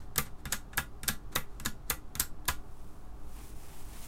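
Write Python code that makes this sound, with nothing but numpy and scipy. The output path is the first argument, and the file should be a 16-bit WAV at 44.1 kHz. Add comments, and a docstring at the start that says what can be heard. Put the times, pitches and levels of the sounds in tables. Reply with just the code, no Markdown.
"""Nine paddle switches flicked on a panel

A finger flicks nine plastic paddle switches, one after another, on a circuit-board panel held on a workbench.
Ticks, snaps and stops are short bursts of shaped noise; the panel answers with dying sine modes and noise.
Scrapes and a hand sliding softly away at the end are grainy noise over a bed of ventilation rumble.
The small room is a decaying noise tail convolved with the switches."""
import sys
import numpy as np
from scipy import signal
from scipy.fft import irfft
from scipy.io import wavfile
from scipy.ndimage import uniform_filter1d

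SR = 44100
rng = np.random.default_rng(int(sys.argv[2]) if len(sys.argv) > 2 else 0)


def wav_record(signal):
    """Record a signal, one row per channel, as 16-bit PCM in the file named by sys.argv[1]."""
    frames = np.transpose(np.atleast_2d(signal))
    bounded = np.clip(frames, -1, 1)
    # unit amplitude maps onto the largest positive 16-bit level
    quanta = np.round(bounded * 32767).astype(np.int16)
    wavfile.write(sys.argv[1], SR, quanta)


N = 179707  # samples

# Tone colour of metal contacts and scrapes. Each row: frequency in Hz, relative level in dB.
SNAP_COLOUR = [(300, -3.5), (800, -17.5), (1500, -2.5), (2800, -10), (4000, -1.5), (5300, -3.5),
               (7000, 0.5), (8800, 1.5), (10200, -1), (12000, 0), (15000, -3.5), (16000, -21.5)]
# Light ticks as a spring passes its centre or a paddle settles. Each row: start in seconds,
# relative click level in dB, click ring in Hz, relative knock level in dB, relative thump level in dB.
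TICKS = [(0.1592, -33.5, 8140, -41.5, -37.5), (.265, -62, 3600, -51.5, -48),
         (0.4541, -37.5, 3740, -39, -34.5), (0.7309, -61, 3600, -47.5, -58),
         (1.0328, -34.5, 8400, -43, -38), (1.3252, -56, 3610, -53, -48), (1.5989, -39, 8060, -47.5, -39.5),
         (2.1534, -34, 6400, -42, -39), (2.4541, -49, 3840, -65, -60)]
# The contact breaks free and snaps over, then the paddle lands on its stop and pushes on the panel.
# Each row: snap time in seconds, release level in dB, snap level in dB, snap tilt in dB per octave,
# snap ring in Hz, travel to the stop in seconds, stop level in dB, stop ring in Hz, knock level in dB,
# leading panel resonance in Hz, thump level in dB, leading thump frequency in Hz,
# throw 0-1 (blends the panel's ring for the two directions). Levels are relative.
FLICKS = [(0.1794, -46, -20, 4, 6850, 0.0029, -19.5, 8470, -29.5, 1230, -31, 165, .04),
          (0.5242, -34, -22, -1.5, 6900, .0052, -27.5, 7800, -31.5, 1580, -39, 190, 0.63),
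          (0.7734, -49, -24.5, 12, 9500, 0.0042, -27, 3320, -25.5, 1570, -33, 142, 0.52),
          (1.081, -31, -20, -1.5, 8500, 0.0059, -20.5, 3630, -30, 1690, -30, 186, 0.6),
          (1.3558, -38, -24.5, 10, 6400, 0.0037, -22.5, 3700, -28, 1330, -31.5, 156, 0.01),
          (1.6527, -35, -32, -6.5, 6600, .0060, -24, 7150, -33, 1730, -32, 215, 0.82),
          (1.9001, -36, -21.5, 2, 6500, 0.0042, -25.5, 8500, -29.5, 1390, -37, 72, 0.15),
          (2.1982, -36, -19, 1, 7560, 0.0054, -21.5, 8100, -34, 1640, -37, 100, 0.83),
          (2.4806, -46, -23, 4, 3620, 0.004, -22, 4500, -25.5, 1080, -33.5, 79, 0.61)]


def amp(db):
    """Decibels to gain."""
    return 10 ** (np.asarray(db) / 20)


def unit(x):
    """Scales to rms 1."""
    return x / np.sqrt(np.mean(x ** 2) + 1e-20)


def read(points, hz):
    """Reads a table on a log-frequency axis."""
    f, value = np.transpose(points)
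    return np.interp(np.log(hz + 1), np.log(f + 1), value)


def add(mix, s, sound):
    """Mixes a sound in at a time in seconds."""
    part = mix[round(s * SR):][:len(sound)]
    part += sound[:len(part)]


def noise(shape, size):
    """Random-phase noise of rms 1 whose spectrum follows the function shape(Hz), in relative dB."""
    hz = np.fft.rfftfreq(size, 1 / SR)
    phase = 2 * np.pi * rng.random(len(hz))
    return unit(irfft(amp(shape(hz)) * np.exp(1j * phase), size))


def hump(hz, centre_hz, width_hz):
    """A resonance curve of height 1 that is width_hz wide at half height."""
    return 1 / (1 + (2 * (hz - centre_hz) / width_hz) ** 2)


def fade(t60, t):
    """A decay that loses 60 dB in t60 seconds."""
    return amp(-60 * t / t60)


def ring(hz, t60, t):
    """One dying sine mode."""
    return np.sin(2 * np.pi * hz * t) * fade(t60, t)


def swell(middle_s, half_s, db):
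    """A smooth bell-shaped rise and fall of level."""
    t = np.arange(N) / SR
    return amp(db) * np.exp(-((t - middle_s) / half_s) ** 2)


def ventilation(air_db=-50.5, drone_width_hz=9, draught_db=-41, draught_hz=9):
    """Low rumble, faint wavering fan tones and a slow draught on the microphone, all of shaped noise."""
    # Rumble colour. Each row: frequency in Hz, relative level in dB per Hz.
    air_colour = [(8.8, -72.5), (15, -6.5), (59, -12.5), (81, -16.5), (146, -19.5), (303, -25.5),
                  (361, -28), (405, -23), (455, -33), (840, -30), (972, -33.5), (1130, -31.5), (2080, -48),
                  (10600, -57), (16000, -60)]
    # Fan tones as narrow noise bands. Each row: frequency in Hz, level in dB.
    fan_tones = [(48, -53), (112, -63), (302, -66), (403, -75), (735, -72.5)]

    def band(centre_hz, reach_hz):
        # 12 dB down at reach_hz either side of the centre
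        return noise(lambda hz: 40 * np.log10(hump(hz, centre_hz, 2 * reach_hz)), size=N)

    air = amp(air_db) * noise(lambda hz: read(air_colour, hz), size=N)
    drone = sum(amp(db) * band(f, drone_width_hz) for f, db in fan_tones)
    draught = amp(draught_db) * band(draught_hz, draught_hz)
    return air + drone + draught


def scrape(tilt_db, grain_db):
    """Sticking and slipping on a paddle: noise with a level that flickers in fine grains."""
    flicker = unit(uniform_filter1d(rng.standard_normal(N), size=60))
    grains = unit(amp(grain_db * flicker))

    def colour(hz):
        return read(SNAP_COLOUR, hz) + tilt_db * np.log2(1 + hz / 1000)
    return grains * noise(colour, size=N)


def rubs(drag_lead_s=0.0044, drag_half_s=0.024, drag_below_release_db=-21.5):
    """The paddle scrapes around each snap; between flicks the fingertip brushes the paddles."""
    # Fingertip brushes. 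Each row: middle in seconds, half length in seconds, level in dB.
    strokes = [(0, 0.054, -60.5), (0.262, 0.015, -51.5), (0.398, 0.018, -63.5), (.512, .014, -52.5),
               (0.74, .014, -61), (1.33, .011, -52.5), (1.55, 0.078, -68)]
    # a stiffer paddle, with a louder release, also drags louder
    drags = sum(swell(s - drag_lead_s, drag_half_s, release_db + drag_below_release_db)
                for s, release_db, *_ in FLICKS)
    brushes = sum(swell(*stroke) for stroke in strokes)
    return drags * scrape(tilt_db=-8.5, grain_db=2) + brushes * scrape(tilt_db=-7, grain_db=2)


def metal_blows(tick_tilt_db=-4, release_lead_s=0.003, release_tilt_db=-1, stop_tilt_db=-4.5):
    """Each tick, and each flick's release, snap and stop: (s, relative dB, tilt dB per octave, ring Hz)."""
    blows = [(s, db, tick_tilt_db, hz) for s, db, hz, _, _ in TICKS]
    for s, release_db, snap_db, tilt, snap_hz, travel_s, stop_db, stop_hz, *_ in FLICKS:
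        blows += [(s - release_lead_s, release_db, release_tilt_db, snap_hz),
                  (s, snap_db, tilt, snap_hz),
                  (s + travel_s, stop_db, stop_tilt_db, stop_hz)]
    return blows


def snaps(low_ring_db=8, high_ring_db=6, high_ring_hz=12000, high_scatter=0.1, ring_share=0.074,
          crack_s=0.00022, crack_db=-7, crack_rise_s=0.00015, chatter_s=0.0032,
          linger_s=0.014, linger_db=-16, level_db=-1.26):
    """Spring and contact chatter: a crack, milliseconds of dense metal modes, a weaker housing ring."""
    out, t = np.zeros(N), np.arange(4096) / SR
    crack = amp(crack_db) * np.exp(-t / crack_s)
    chatter = np.exp(-(t / chatter_s) ** 2)
    linger = amp(linger_db) * np.exp(-t / linger_s)
    decay = (1 - np.exp(-t / crack_rise_s)) * (crack + chatter + linger)
    for s, db, tilt, low_hz in metal_blows():
        # the upper resonance lands elsewhere on every blow
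        high_hz = high_ring_hz * np.exp(high_scatter * rng.standard_normal())

        def colour(hz):
            low = low_ring_db * hump(hz, low_hz, ring_share * low_hz)
            high = high_ring_db * hump(hz, high_hz, ring_share * high_hz)
            # the tilt stays flat below 2500 Hz
            slope = tilt * np.log2(np.maximum(hz, 2500) / 7000)
            return read(SNAP_COLOUR, hz) + low + high + slope
        add(out, s, amp(db + level_db) * decay * noise(colour, size=len(t)))
    return out


def panel_blows(lag_s=0.00032, tick_lead_hz=1500, tick_thump_hz=141, tick_throw=0.45):
    """Ticks and stops push on the panel: (s, knock dB, leading Hz, thump dB, thump Hz, throw)."""
    light = [(s + lag_s, knock_db, tick_lead_hz, thump_db, tick_thump_hz, tick_throw)
             for s, _, _, knock_db, thump_db in TICKS]
    stops = [(s + travel_s + lag_s, *push) for s, _, _, _, _, travel_s, _, _, *push in FLICKS]
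    return light + stops


def knocks(scatter=0.016, clatter_db=-1, clatter_t60=0.083, lead_db=6, lead_width_hz=260, rise_s=0.001):
    """The paddle lands; each switch sits elsewhere on the panel and favours other modes."""
    # Modes of panel and paddles, slightly detuned on each blow. Each row: nominal frequency in Hz,
    # t60 in seconds, relative level in dB for one throw, relative level in dB for the other.
    modes = [(340.7, 0.023, -10, -20.5), (485.5, 0.08, -6, -22.5), (535.5, 0.18, -16, -29),
             (794, 0.093, -13.5, -12.5), (1028.5, 0.055, -10, -3.5), (1176.6, 0.11, -7, -15.5),
             (1311, 0.07, -7.5, -9.5), (1423, 0.18, -15.5, -8.5), (1647, 0.061, -7.5, -3),
             (1710, 0.057, -5, -3), (1818, 0.0082, -12.5, -22.5), (1969, 0.078, -5, -10.5),
             (2094, 0.11, -8, -29), (2596, 0.044, -21.5, -17), (3370, 0.0154, -8.5, -5),
             (3644, 0.022, 0.5, 0.5)]
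    # The panel's crowd of weaker modes, as noise. Each row: frequency in Hz,
    # relative level in dB for one throw, relative level in dB for the other.
    clatter = [(100, -6, -12), (299.8, -9, -6.5), (480, -4.5, -15), (650, -10, -7.5), (905, 1, -5.5),
               (1240, -6.5, 1), (1910, 1, -14), (2630, 0.5, -5), (4430, -27.5, -2.5), (7940, -17, -2),
               (14870, -38.5, -39)]
    out, t = np.zeros(N), np.arange(SR // 3) / SR
    for s, knock_db, lead_hz, _, _, throw in panel_blows():
        def colour(hz):
            crowd = [(f, one + throw * (other - one)) for f, one, other in clatter]
            return read(crowd, hz) + lead_db * hump(hz, lead_hz, lead_width_hz)
        knock = amp(clatter_db) * fade(clatter_t60, t) * noise(colour, size=len(t))
        detune = rng.standard_normal(len(modes))
        sign = rng.choice([-1, 1], len(modes))
        for (hz, t60, one, other), d, side in zip(modes, detune, sign):
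            db = one + throw * (other - one) + lead_db * hump(hz, lead_hz, lead_width_hz)
            knock = knock + side * amp(db) * ring(hz * (1 + scatter * d), t60, t)
        add(out, s, amp(knock_db) * knock * (1 - np.exp(-t / rise_s)))
    return out


def thumps(t60=0.15, rise_s=0.0079, width_hz=90):
    """The whole panel flexes, slow to start; where it is pushed decides which bending mode leads."""
    # Bending modes of the whole panel. Each row: frequency in Hz, relative level in dB.
    bending = [(70, 7), (138, 0.5), (192, -11.5), (214, 0), (245, -4.5)]
    out, t = np.zeros(N), np.arange(SR // 3) / SR
    for s, _, _, thump_db, thump_hz, _ in panel_blows():
        flex = np.zeros(len(t))
        for k, (hz, db) in enumerate(bending):
            share = np.sqrt(hump(hz, thump_hz, width_hz))
            # neighbouring modes start in opposite directions
            flex += (-1) ** k * share * amp(db) * ring(hz, t60, t)
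        add(out, s, amp(thump_db) * flex * (1 - np.exp(-t / rise_s)))
    return out


def switches():
    """All that the switches and the panel send out in one direction."""
    return snaps() + knocks() + thumps() + rubs()


def room(x, wet_db=-7):
    """A short diffuse tail that builds up just after the direct sound, decaying at its own rate per band."""
    # Reverberation time. Each row: frequency in Hz, t60 in seconds.
    decay_times = [(150, 0.22), (600, 0.27), (1400, 0.2), (4000, 0.17), (9000, 0.18), (15000, 0.12)]
    # Colour of the tail. Each row: frequency in Hz, relative level in dB.
    tail_colour = [(100, -16), (500, -7.5), (1400, -6), (4000, 0.5), (9000, -3.5), (15000, 7)]
    t = np.arange(SR // 2) / SR
    hz, frame_s, z = signal.stft(rng.standard_normal(len(t)), SR, nperseg=256)
    z = z * amp(read(tail_colour, hz)[:, None]) * fade(read(decay_times, hz)[:, None], frame_s)
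    build = 1 - np.exp(-np.maximum(t - 0.002, 0) / 0.003)  # silent for 2 ms, then a 3 ms rise
    tail = signal.istft(z, SR, nperseg=256)[1][:len(t)] * build
    return amp(wet_db) * signal.fftconvolve(x, tail / np.linalg.norm(tail))[:N]


def hand(hiss_db=2.0, body_db=1.0, split_hz=3200, fuller_db_per_s=6, full_s=3.85, grain_db=1.0, scuff_db=2.5):
    """Skin slides with a fine hiss over an uneven scuffing that grows fuller as it goes on."""
    # Loudness of the slide. Each row: time in seconds, relative level in dB.
    slide = [(3.15, -82), (3.342, -59.5), (3.494, -56.5), (3.548, -66), (3.566, -60.5), (3.81, -57),
             (3.84, -60.5), (4.058, -51), (4.07, -55)]
    # Colour of skin on the bench. Each row: frequency in Hz, relative level in dB.
    skin_colour = [(120, -10.5), (240, 13.5), (500, -3.5), (850, 5.5), (1300, -0.5), (1900, 0.5),
                   (2450, 1.5), (3100, -1), (4500, -2.5), (9000, 1), (15500, -4)]
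    t, (s, db) = np.arange(N) / SR, np.transpose(slide)
    # the hand first draws back over the bench in one soft swell
    withdraw = swell(middle_s=2.864, half_s=0.27, db=-68.5)
    level = withdraw + amp(np.interp(t, s, db, left=-120))
    grain = unit(uniform_filter1d(rng.standard_normal(N), size=200))
    scuff = unit(uniform_filter1d(rng.standard_normal(N), size=2500))
    skin = noise(lambda hz: read(skin_colour, hz), size=N)
    body = signal.sosfiltfilt(signal.butter(2, split_hz, fs=SR, output="sos"), skin)
    hiss = skin - body
    fuller = amp(body_db + fuller_db_per_s * (t - full_s) + scuff_db * scuff)
    return level * amp(hiss_db + grain_db * grain) * (hiss + fuller * body)


def scene(count=2):
    """Each direction carries its own mix of the dense modes; the room gathers several of them."""
    echoes = sum(room(switches()) for _ in range(count)) / np.sqrt(count)
    return (switches() + echoes + ventilation() + hand())[None]


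def record(dry, edge_hz=16000):
    """The recorder's band limit, with a brief fade at either end."""
    faded = dry * signal.windows.tukey(N, 0.002)
    low_pass = signal.firwin(255, edge_hz, window=("kaiser", 8), fs=SR)
    return signal.oaconvolve(faded, low_pass[None], "same")


dry = scene()
out = record(dry)
wav_record(out)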